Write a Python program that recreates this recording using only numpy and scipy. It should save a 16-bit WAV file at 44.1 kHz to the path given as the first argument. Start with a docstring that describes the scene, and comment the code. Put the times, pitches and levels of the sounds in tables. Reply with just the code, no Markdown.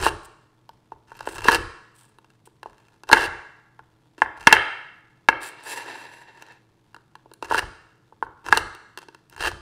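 """First comes the crisp crackle of a knife leaning on sandwich cookies, with sticky filling peeling off.
Each cut snaps and crunches through the biscuit and knocks on a wooden board, close to the microphone.
Midway the blade sweeps the pieces aside. Tiny random cracks shake ringing board and blade tones;
the drag also makes the steel sing. Noise makes the board's thuds and the room air, and a faint hum runs on.
The kitchen rings after each blow, and the hardest blows overload the recorder."""
import sys
import numpy as np
from scipy import signal
from scipy.io import wavfile
from scipy.ndimage import map_coordinates

SR = 44100
rng = np.random.default_rng(int(sys.argv[2]) if len(sys.argv) > 2 else 0)


def int16_out(signal):
    """Quantize to a 16-bit WAV file."""
    q = np.round(np.clip(np.atleast_2d(signal).T, -1, 1) * 32767)
    wavfile.write(sys.argv[1], SR, q.astype(np.int16))


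N = 423801

# steady room air and an appliance hum: (frequency [Hz], level [dB])
AIR_SPECTRUM = [(20, -14.5), (60, -13.5), (95, -17), (118, -2), (145, -6.5), (230, -11.5), (320, -14),
                (600, -19.5), (1000, -21), (1600, -30), (2200, -30), (5000, -35.5), (12000, -43.5),
                (16000, -52)]
HUM_TONES = [(120, -66.5), (322, -71.5), (440, -78)]
# sticky filling peeling off the steel: (time [s], length [s], level [dB])
PEELS = [(0, 0.1, -37.5), (0.229, 0.035, -52.5), (1.243, 0.14, -47), (1.934, 0.18, -60),
         (2.453, .025, -54.5), (5.406, 0.11, -43), (5.626, 0.099, -47)]
# sound colour of the peeling filling: (frequency [Hz], level [dB])
STICKY_SPECTRUM = [(100, -45.5), (1000, -17), (3000, -3), (6800, -10), (7800, 1.5), (9300, 1.5),
                   (10500, -10), (16000, -14)]
# the edge leans on a stack, crushes it, then the weight of the hand lands on the board:
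# (time it gives way [s], leaning time [s], leaning level [dB],
#  crushing time [s], crushing level [dB], landing level [dB])
CUTS = [(0.038, 0.083, -25, 0.04, -21.5, -32), (1.451, .385, -33.5, .107, -23, -29),
        (3.125, 0.058, -39, 0.13, -27.5, -37), (4.472, .11, -43.5, 0.094, -34.5, -53),
        (7.507, 0.1, -46, 0.092, -33, -31.5), (8.524, 0.083, -35.5, 0.063, -28.5, -36),
        (9.408, 0.11, -46.5, 0.074, -26, -32)]
# fingers and edge nudging loose pieces: (time [s], length [s], level [dB])
NUDGES = [(1.93, 0.3, -68), (2.28, 0.087, -62), (2.6, 0.41, -62.5), (4.175, .05, -44), (5.68, .36, -49.5),
          (6.33, .25, -59), (7.425, 0.043, -44), (8.97, 0.077, -49.5)]
# a whole wafer caving in as a dense rasp: (time [s], length [s], level [dB])
COLLAPSES = [(3.117, 0.023, -17.5), (7.576, 0.024, -27), (8.562, .025, -31), (9.44, 0.05, -32.5)]
# larger pieces of biscuit snapping: (time [s], level [dB], brightness [dB per octave])
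SNAPS = [(0.018, -17, -6), (1.17, -43, 10), (1.2073, -18.5, -1), (1.229, -32, 1), (1.2735, -9.5, -4.5),
         (1.407, -25, 1), (1.4549, -9.5, -7), (1.5108, -10, -3.5), (1.518, -5.5, 1), (1.529, -10, -2),
         (1.5467, -4.5, 2), (2.1856, -34.5, 1), (2.2448, -40, -1), (2.473, -33.5, -7), (2.6307, -22.5, -1),
         (2.731, -40.5, -1.5), (3.035, -28, 0), (3.0905, -16, -1), (3.1149, -2, -1), (3.257, -28, 1),
         (4.181, -30, -7), (6.423, -26.5, 0.5), (6.475, -43, -3), (6.9452, -27.5, -1), (6.9642, -30, -2),
         (7.154, -27, -1), (7.3147, -31, -3), (7.3365, -33, 2), (7.4254, -13, -2.5), (7.5774, -21, 4.5),
         (8.4859, -12.5, -0.5), (8.573, -1.5, 1.5), (8.7494, -28.5, 1), (8.9747, -20, 2), (8.988, -27, 2.5),
         (9.029, -40, -2), (9.0854, -27, -2.5), (9.147, -30.5, 0), (9.298, -39, 8.5), (9.364, -27.5, 1),
         (9.379, -26, -1), (9.4075, -21.5, 1)]
# blows through to the board:
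# (time [s], level [dB], contact corner [Hz], crack against the knock [dB])
KNOCKS = [(0.0644, -2.5, 1700, -16), (0.6918, -33.5, 1170, -2.5), (0.9195, -23.5, 896, -26),
          (1.1177, -28, 1700, -30), (1.4845, 6.5, 1730, -14.5), (2.6586, -23.5, 980, -33),
          (3.099, -11, 1400, -26.5), (3.1292, 14, 2278, -14.5), (3.7918, -31.5, 2050, -16.5),
          (4.219, 1, 1860, -34), (4.4709, 10.5, 2660, -19), (4.5261, 15, 3200, -22.5),
          (5.2869, 4.5, 2390, -30), (7.258, -36.5, 690, -25), (7.5109, -9.5, 1298, -24),
          (7.5228, -9, 1400, -11), (7.5446, -7.5, 1480, -6.5), (7.6265, -23, 1110, -15.5),
          (8.1237, -36.5, 997, -37.5), (8.2257, -9.5, 1750, -29), (8.5254, 5, 1670, -19),
          (9.516, -25.5, 1615, -6)]
# pressure of the blade dragging crumbs over the wood, a short push, a long one
# and a light trailing off: (time [s], level [dB])
SWEEP_PRESSURE = [(5.405, -45.5), (5.48, -37), (5.53, -49.5), (5.63, -46.5), (5.68, -35.5), (5.82, -39.5),
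                  (5.91, -35.5), (6.11, -48), (6.17, -50.5), (6.56, -55), (6.61, -70)]
# ringing tones of the board, the blade, and the blade bowed by the drag:
# (frequency [Hz], width [Hz], level [dB])
BOARD_TONES = [(310, 33, -18), (402, 87, -13.5), (457, 35, -7.5), (618, 270, -11), (895.2, 36, 5),
               (953, 110, 4), (1047, 110, -6), (1077.4, 30, -6.5), (1400, 150, -3.5), (1432, 51, -3),
               (1514, 53, -1)]
BLADE_TONES = [(1678, 74, 5.5), (1690, 360, -1.5), (2130, 86, -4), (2357, 90, -11), (2705, 120, -1),
               (2727, 71, -1.5), (3138, 68, -1), (3750, 120, -15), (3910, 120, -11), (4870, 190, -15.5),
               (5560, 310, -21.5), (5500, 150, -30), (7650, 150, -26.5), (8900, 230, -16.5),
               (9700, 130, -24.5)]
SINGING_TONES = [(937, 75, 7), (1736, 140, 6), (2720, 45, 5.5), (3900, 130, -6.5), (4730, 80, -16),
                 (5860, 63, -10.5), (7520, 170, -11), (9250, 120, -16), (10600, 450, -19)]
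# sound colours of one tiny break, biscuit grinding along the steel, the scrape
# and the shuddering board: (frequency [Hz], level [dB])
CHIP_SPECTRUM = [(60, -26.5), (220, -31), (330, -12.5), (1000, -3.5), (2200, -15), (3500, -9), (5200, -15),
                 (6800, -19.5), (9500, -21.5), (12000, -26.5), (16000, -29.5)]
BITE_SPECTRUM = [(200, 0), (330, 10), (480, 5.5), (650, -1), (1000, 2), (1600, 1.5), (2200, -5),
                 (2780, 2.5), (3400, -6), (4000, 1.5), (6000, 1.5), (9000, 2.5), (16000, -1)]
SCRAPE_SPECTRUM = [(100, 4.9), (300, 15.2), (600, 8.6), (1100, 1.9), (1400, 1.4), (1800, 9.6), (3000, 3.7),
                   (5000, 6.6), (7500, 4.2), (11000, 7), (16000, 1.8)]
SHUDDER_SPECTRUM = [(10, -17), (28, -2), (55, -1.5), (85, -1.5), (130, -7), (220, -19), (400, -25.5),
                    (800, -44.5), (3000, -94)]
# how long the kitchen takes to fade by 60 dB: (frequency [Hz], fading time [s])
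KITCHEN_FADE = [(60, 0.44), (160, 0.31), (420, .6), (1100, 0.83), (2900, 0.72), (7700, 0.75), (15000, 0.14)]
# strength of the kitchen's tail and of one echo off a wall: (frequency [Hz], level [dB])
TAIL_SPECTRUM = [(60, -18), (300, -7.5), (620, -13), (900, -19.5), (1250, -12), (1700, -18), (2200, -11),
                 (2750, -17.5), (3400, -14.5), (6000, -15.5), (10000, -17), (16000, -28.5)]
ECHO_SPECTRUM = [(400, -28), (900, -22), (1300, -21), (1700, -16), (2400, -23), (8000, -34)]

AIR_DB = -65.5
ECHO_S = 0.0407  # delay of the wall echo
BAND_LIMIT_HZ = 15700
RING_T = np.arange(4096) / SR  # time inside one hit [s]
LEAN_DB_PER_S, CRUSH_DB_PER_S = 59, 41  # the crumbling grows as the hand bears down
BITE_DB_PER_S, RELEASE_DB_PER_S = 1099, 902  # how quickly the crushing starts and stops
SHATTER_DB, SHATTER_DB_PER_S = -33, 702.5  # crumbling against the blow, and its decay
BLADE_DB, BLADE_DB_PER_DB = -3, 5.45  # harder blows set the blade ringing more
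BLADE_MIN_DB, BLADE_MAX_DB = -10.5, 3.5
THUD_DB, THUD_DB_PER_DB, THUD_T60_S = -42.5, 0.52, 0.36  # the shudder grows slowly with the blow
GRIND_DB = -17  # shudder against the crushing
LANDING_S = 0.011  # from the end of a cut to the weight landing


def amp(db):
    """Turns decibels into a gain."""
    return 10 ** (np.asarray(db) / 20)


def evened(x):
    """Scales a sound to an average (rms) strength of one."""
    return x / np.sqrt(np.mean(x ** 2) + 1e-20)


def sized(x, crest=2.5, size=220):
    """Scales a hit to about unit peak, judged by the power of its first 5 ms."""
    return x / (crest * np.sqrt(np.mean(x[:size] ** 2)))


def read(points, hz):
    """Reads a table between its points, with frequency spaced as the ear hears pitch."""
    f, value = np.transpose(points)
    return np.interp(np.log(hz + 1), np.log(f + 1), value)


def add(mix, s, sound):
    """Adds a sound to the mix at its time in seconds."""
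    part = mix[max(round(s * SR), 0):][:len(sound)]
    part += sound[:len(part)]


def colour(x, points, size=4096):
    """Filters a sound to the given spectrum, with no sound before its cause."""
    hz = abs(np.fft.fftfreq(size, 1 / SR))
    log_gain = np.log(amp(read(points, hz)))
    spectrum = np.exp(np.conj(signal.hilbert(log_gain)))
    taps = np.fft.ifft(spectrum).real
    return signal.oaconvolve(x, taps)[:len(x)]


def wander(per_s):
    """A random curve of about unit size, joining random points by straight lines."""
    knots = rng.standard_normal(int(N / SR * per_s) + 2)
    return np.interp(np.arange(N) / SR * per_s, np.arange(len(knots)), knots)


def follow(curve, fade_db_per_s=1500):
    """Gain along a level curve: it starts at once and fades quickly after its last point."""
    s, db = np.transpose(curve)
    t = np.arange(N) / SR
    fade_db = fade_db_per_s * np.clip(t - s[-1], 0, 0.5)
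    return (t >= s[0]) * amp(np.interp(t, s, db) - fade_db)


def spells(rows, taper=0.45):
    """Gain that rises, holds and falls for each row of time, length and level."""
    level = np.zeros(N)
    for s, length, db in rows:
        add(level, s, amp(db) * signal.windows.tukey(int(length * SR), taper))
    return level


def ring(modes, spread_db=-0.2, detune=0.01, rise_s=0.00021):
    """Dying tones that swell within a cycle; balance, pitch and phase shift with the point of contact."""
    hz, width, db = np.transpose(modes)[:, :, None]
    a, b, phase = rng.standard_normal((len(modes), 3)).T[:, :, None]
    height = amp(db + spread_db * a) * 2 * np.pi * width / SR
    waves = np.sin(2 * np.pi * hz * (1 + detune * b) * RING_T + phase)
    decay = np.exp(-np.pi * width * RING_T)  # wider tones die sooner
    return (height * decay * waves).sum(0) * (1 - np.exp(-RING_T / rise_s))


def chip(decay_s=0.0018):
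    """One fracture: a brief burst of noise over a broad band."""
    burst = rng.standard_normal(len(RING_T)) * np.exp(-RING_T / decay_s)
    return colour(burst / np.linalg.norm(burst), CHIP_SPECTRUM)


def fracture(board_db, blade_db):
    """One break in the biscuit, which also shakes the board and the blade."""
    return chip() + amp(board_db) * ring(BOARD_TONES) + amp(blade_db) * ring(BLADE_TONES)


def clicks(per_s, spread_db):
    """Clicks at random moments, with random size and direction."""
    size = amp(spread_db * np.minimum(rng.exponential(1, N), 4))
    return size * rng.choice([-1, 1], N) * (rng.random(N) < per_s / SR)


def crumble(per_s, spread_db, board_db, blade_db, count=14):
    """A stream of tiny fractures at several places along the edge."""
    train = clicks(per_s, spread_db)
    place = rng.integers(0, count, N)
    stream = np.zeros(N)
    for k in range(count):
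        stream += signal.oaconvolve(train * (place == k), fracture(board_db, blade_db))[:N]
    return evened(stream)


def background():
    """Quiet room air from filtered noise, and a slightly wavering appliance hum."""
    t = np.arange(N) / SR
    drift = np.cumsum(rng.standard_normal((len(HUM_TONES), N)), axis=1) / np.sqrt(SR)
    hum = np.zeros(N)
    for (hz, db), slip in zip(HUM_TONES, drift):
        hum += amp(db) * np.sqrt(2) * np.sin(2 * np.pi * hz * t + 8.7 * slip)
    air = evened(colour(rng.standard_normal(N), AIR_SPECTRUM))
    return hum + amp(AIR_DB) * air


def crumbs(level_db=-74):
    """Loose crumbs shift faintly under the fingers and the resting blade."""
    return amp(level_db) * crumble(per_s=130, spread_db=-1.0, board_db=-3.0, blade_db=-8.5)


def peels():
    """Filling lets go of the steel in a fine, high, uneven crackle."""
    threads = clicks(per_s=1500, spread_db=4.5) * amp(4 * wander(90))
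    return spells(PEELS) * evened(colour(threads, STICKY_SPECTRUM))


def leaning(touch_s=0.028):
    """Strength of the first cracking: it builds as the edge leans, until the biscuit gives way."""
    t = np.arange(N) / SR
    level = np.zeros(N)
    for s, length, db, _, _, _ in CUTS:
        touch = np.clip((t - s + length) / touch_s, 0, 1)
        level += amp(db - LEAN_DB_PER_S * abs(s - t)) * touch * (t < s)
    return level


def crushing():
    """Strength of the crumbling: cuts start fast, swell and stop; wafers cave in; blows shatter pieces."""
    t = np.arange(N) / SR
    level = spells(COLLAPSES, taper=0.51)
    for s, _, _, length, db, _ in CUTS:
        before = np.clip(s - t, 0, 1)
        inside = np.clip(t - s, 0, length)
        after = np.clip(t - s - length, 0, 1)
        swell_db = CRUSH_DB_PER_S * (inside - length / 2)
        level += amp(db - BITE_DB_PER_S * before + swell_db - RELEASE_DB_PER_S * after)
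    for s, db, _, _ in KNOCKS:  # each blow pulverises what lies under the edge
        add(level, s, amp(db + SHATTER_DB - SHATTER_DB_PER_S * t[:SR // 2]))
    return level


def crunch():
    """Biscuit gives separate small cracks under a light touch, then crumbles in avalanches in the cut."""
    cracks = crumble(per_s=450, spread_db=5, board_db=-0.5, blade_db=-1.5, count=6)
    grains = crumble(per_s=2000, spread_db=4.0, board_db=-4.0, blade_db=2.5)
    avalanches = amp(2 * wander(260))
    light = (leaning() + spells(NUDGES)) * evened(colour(cracks, BITE_SPECTRUM))
    return light + crushing() * evened(colour(grains, BITE_SPECTRUM) * avalanches)


def thuds(rise_s=0.022, lean_db=-9):
    """Board and counter shudder with each blow and cut, and when the weight of the hand lands."""
    t = np.arange(SR) / SR
    power = (amp(GRIND_DB) * crushing() + amp(lean_db) * leaning()) ** 2
    blows = [(s, THUD_DB + THUD_DB_PER_DB * db) for s, db, _, _ in KNOCKS]
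    landings = [(s + length + LANDING_S, db) for s, _, _, length, _, db in CUTS]
    for s, db in blows + landings:
        shudder = amp(db - 60 * t / THUD_T60_S) * (1 - np.exp(-t / rise_s))
        add(power, s, shudder ** 2)
    return np.sqrt(power) * evened(colour(rng.standard_normal(N), SHUDDER_SPECTRUM))


def kitchen(x, build_s=0.011):
    """A spread-out tail that builds up and dies band by band, and one clear echo off a wall."""
    hz, t, z = signal.stft(rng.standard_normal(SR), SR, nperseg=256)
    fade = amp(-60 * t / read(KITCHEN_FADE, hz)[:, None]) * (1 - np.exp(-t / build_s))
    fade /= np.sqrt(np.mean(fade ** 2, axis=1, keepdims=True) * SR)  # equal energy in each band
    tail = colour(signal.istft(z * fade, SR, nperseg=256)[1], TAIL_SPECTRUM)
    add(tail, ECHO_S, colour(signal.unit_impulse(256), ECHO_SPECTRUM))
    return signal.oaconvolve(x, tail)[:N]


def snaps(run_s=0.00027):
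    """Larger breaks against the steel: the crack branches as it runs; smaller, drier pieces sound brighter."""
    out = np.zeros(N)
    size = len(RING_T)
    for s, db, tilt_db in SNAPS:
        branches = rng.standard_normal(size) * (rng.random(size) < 0.04) * np.exp(-RING_T / run_s)
        crack = signal.unit_impulse(size) + branches
        snap = signal.oaconvolve(crack, fracture(board_db=1.0, blade_db=-2.0))[:size]
        snap = colour(snap, BITE_SPECTRUM)
        snap = colour(snap, [(500, 0), (16000, 5 * tilt_db)])  # a slope over five octaves
        add(out, s, amp(db) * sized(snap, crest=3.94))
    return out


def knocks(rattle_db=-7):
    """The edge meets the wood: a longer contact leaves only the low tones, and trapped crumbs crack."""
    out = np.zeros(N)
    for s, db, contact_hz, crack_db in KNOCKS:
        blade_db = np.clip(BLADE_DB + BLADE_DB_PER_DB * db, BLADE_MIN_DB, BLADE_MAX_DB)
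        contact = signal.butter(4, contact_hz, fs=SR, output="sos")
        # the thin blade chatters in the cut
        rattle = colour(chip(), [(500, -20.0), (1300, 4.5), (2700, -3), (5000, 8.5)])
        blade = ring(BLADE_TONES) + amp(rattle_db) * rattle
        body = signal.sosfilt(contact, ring(BOARD_TONES) + amp(blade_db) * blade)
        crack = chip(decay_s=0.0012)
        add(out, s, amp(db) * (sized(body) + amp(crack_db) * crack / abs(crack).max()))
    return out


def sweep(sing_db=-2, freeing_db_per_s=8, uneven_db=3.0, shifting_db=7.0):
    """The dragged blade catches and slips over wood and crumbs; the steel sings more as it comes free."""
    rub = crumble(per_s=6000, spread_db=3.6, board_db=-1, blade_db=-3)
    rub = evened(colour(rub, SCRAPE_SPECTRUM))
    steel = signal.oaconvolve(clicks(per_s=5500, spread_db=4.0), ring(SINGING_TONES))[:N]
    drift = 45 * wander(8)  # in samples
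    # the tones bend as the contact moves
    steel = evened(map_coordinates(steel, [np.arange(N) + drift], order=3))
    freeing_s = np.clip(np.arange(N) / SR - SWEEP_PRESSURE[0][0], 0, 0.5)
    singing = amp(sing_db + freeing_db_per_s * freeing_s)
    catching = amp(uneven_db * wander(45))
    scrape = evened((rub + singing * steel) / np.hypot(1, singing) * catching)
    pressure = follow(SWEEP_PRESSURE)
    body = signal.sosfiltfilt(signal.butter(2, 6500, fs=SR, output="sos"), scrape)
    # firmer is brighter
    grit = 2.96 * (pressure / pressure.max()) * amp(shifting_db * wander(14))
    return pressure * (body + grit * (scrape - body))


def scene(lowest_hz=290):
    """Everything on the board, heard directly and through the room."""
    near = crumbs() + peels() + crunch() + snaps() + knocks() + sweep()
    # small things radiate little bass
    near = signal.sosfilt(signal.butter(5, lowest_hz, "high", fs=SR, output="sos"), near)
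    return (background() + thuds() + near + kitchen(near))[None]


def record(dry):
    """The hardest blows flatten at full scale; then the highest treble is cut off."""
    clipped = np.clip(dry, -1, 1)
    band_limit = signal.firwin(511, BAND_LIMIT_HZ, window=("kaiser", 8), fs=SR)
    return signal.oaconvolve(clipped, band_limit[None], "same")


dry = scene()
out = record(dry)
int16_out(out)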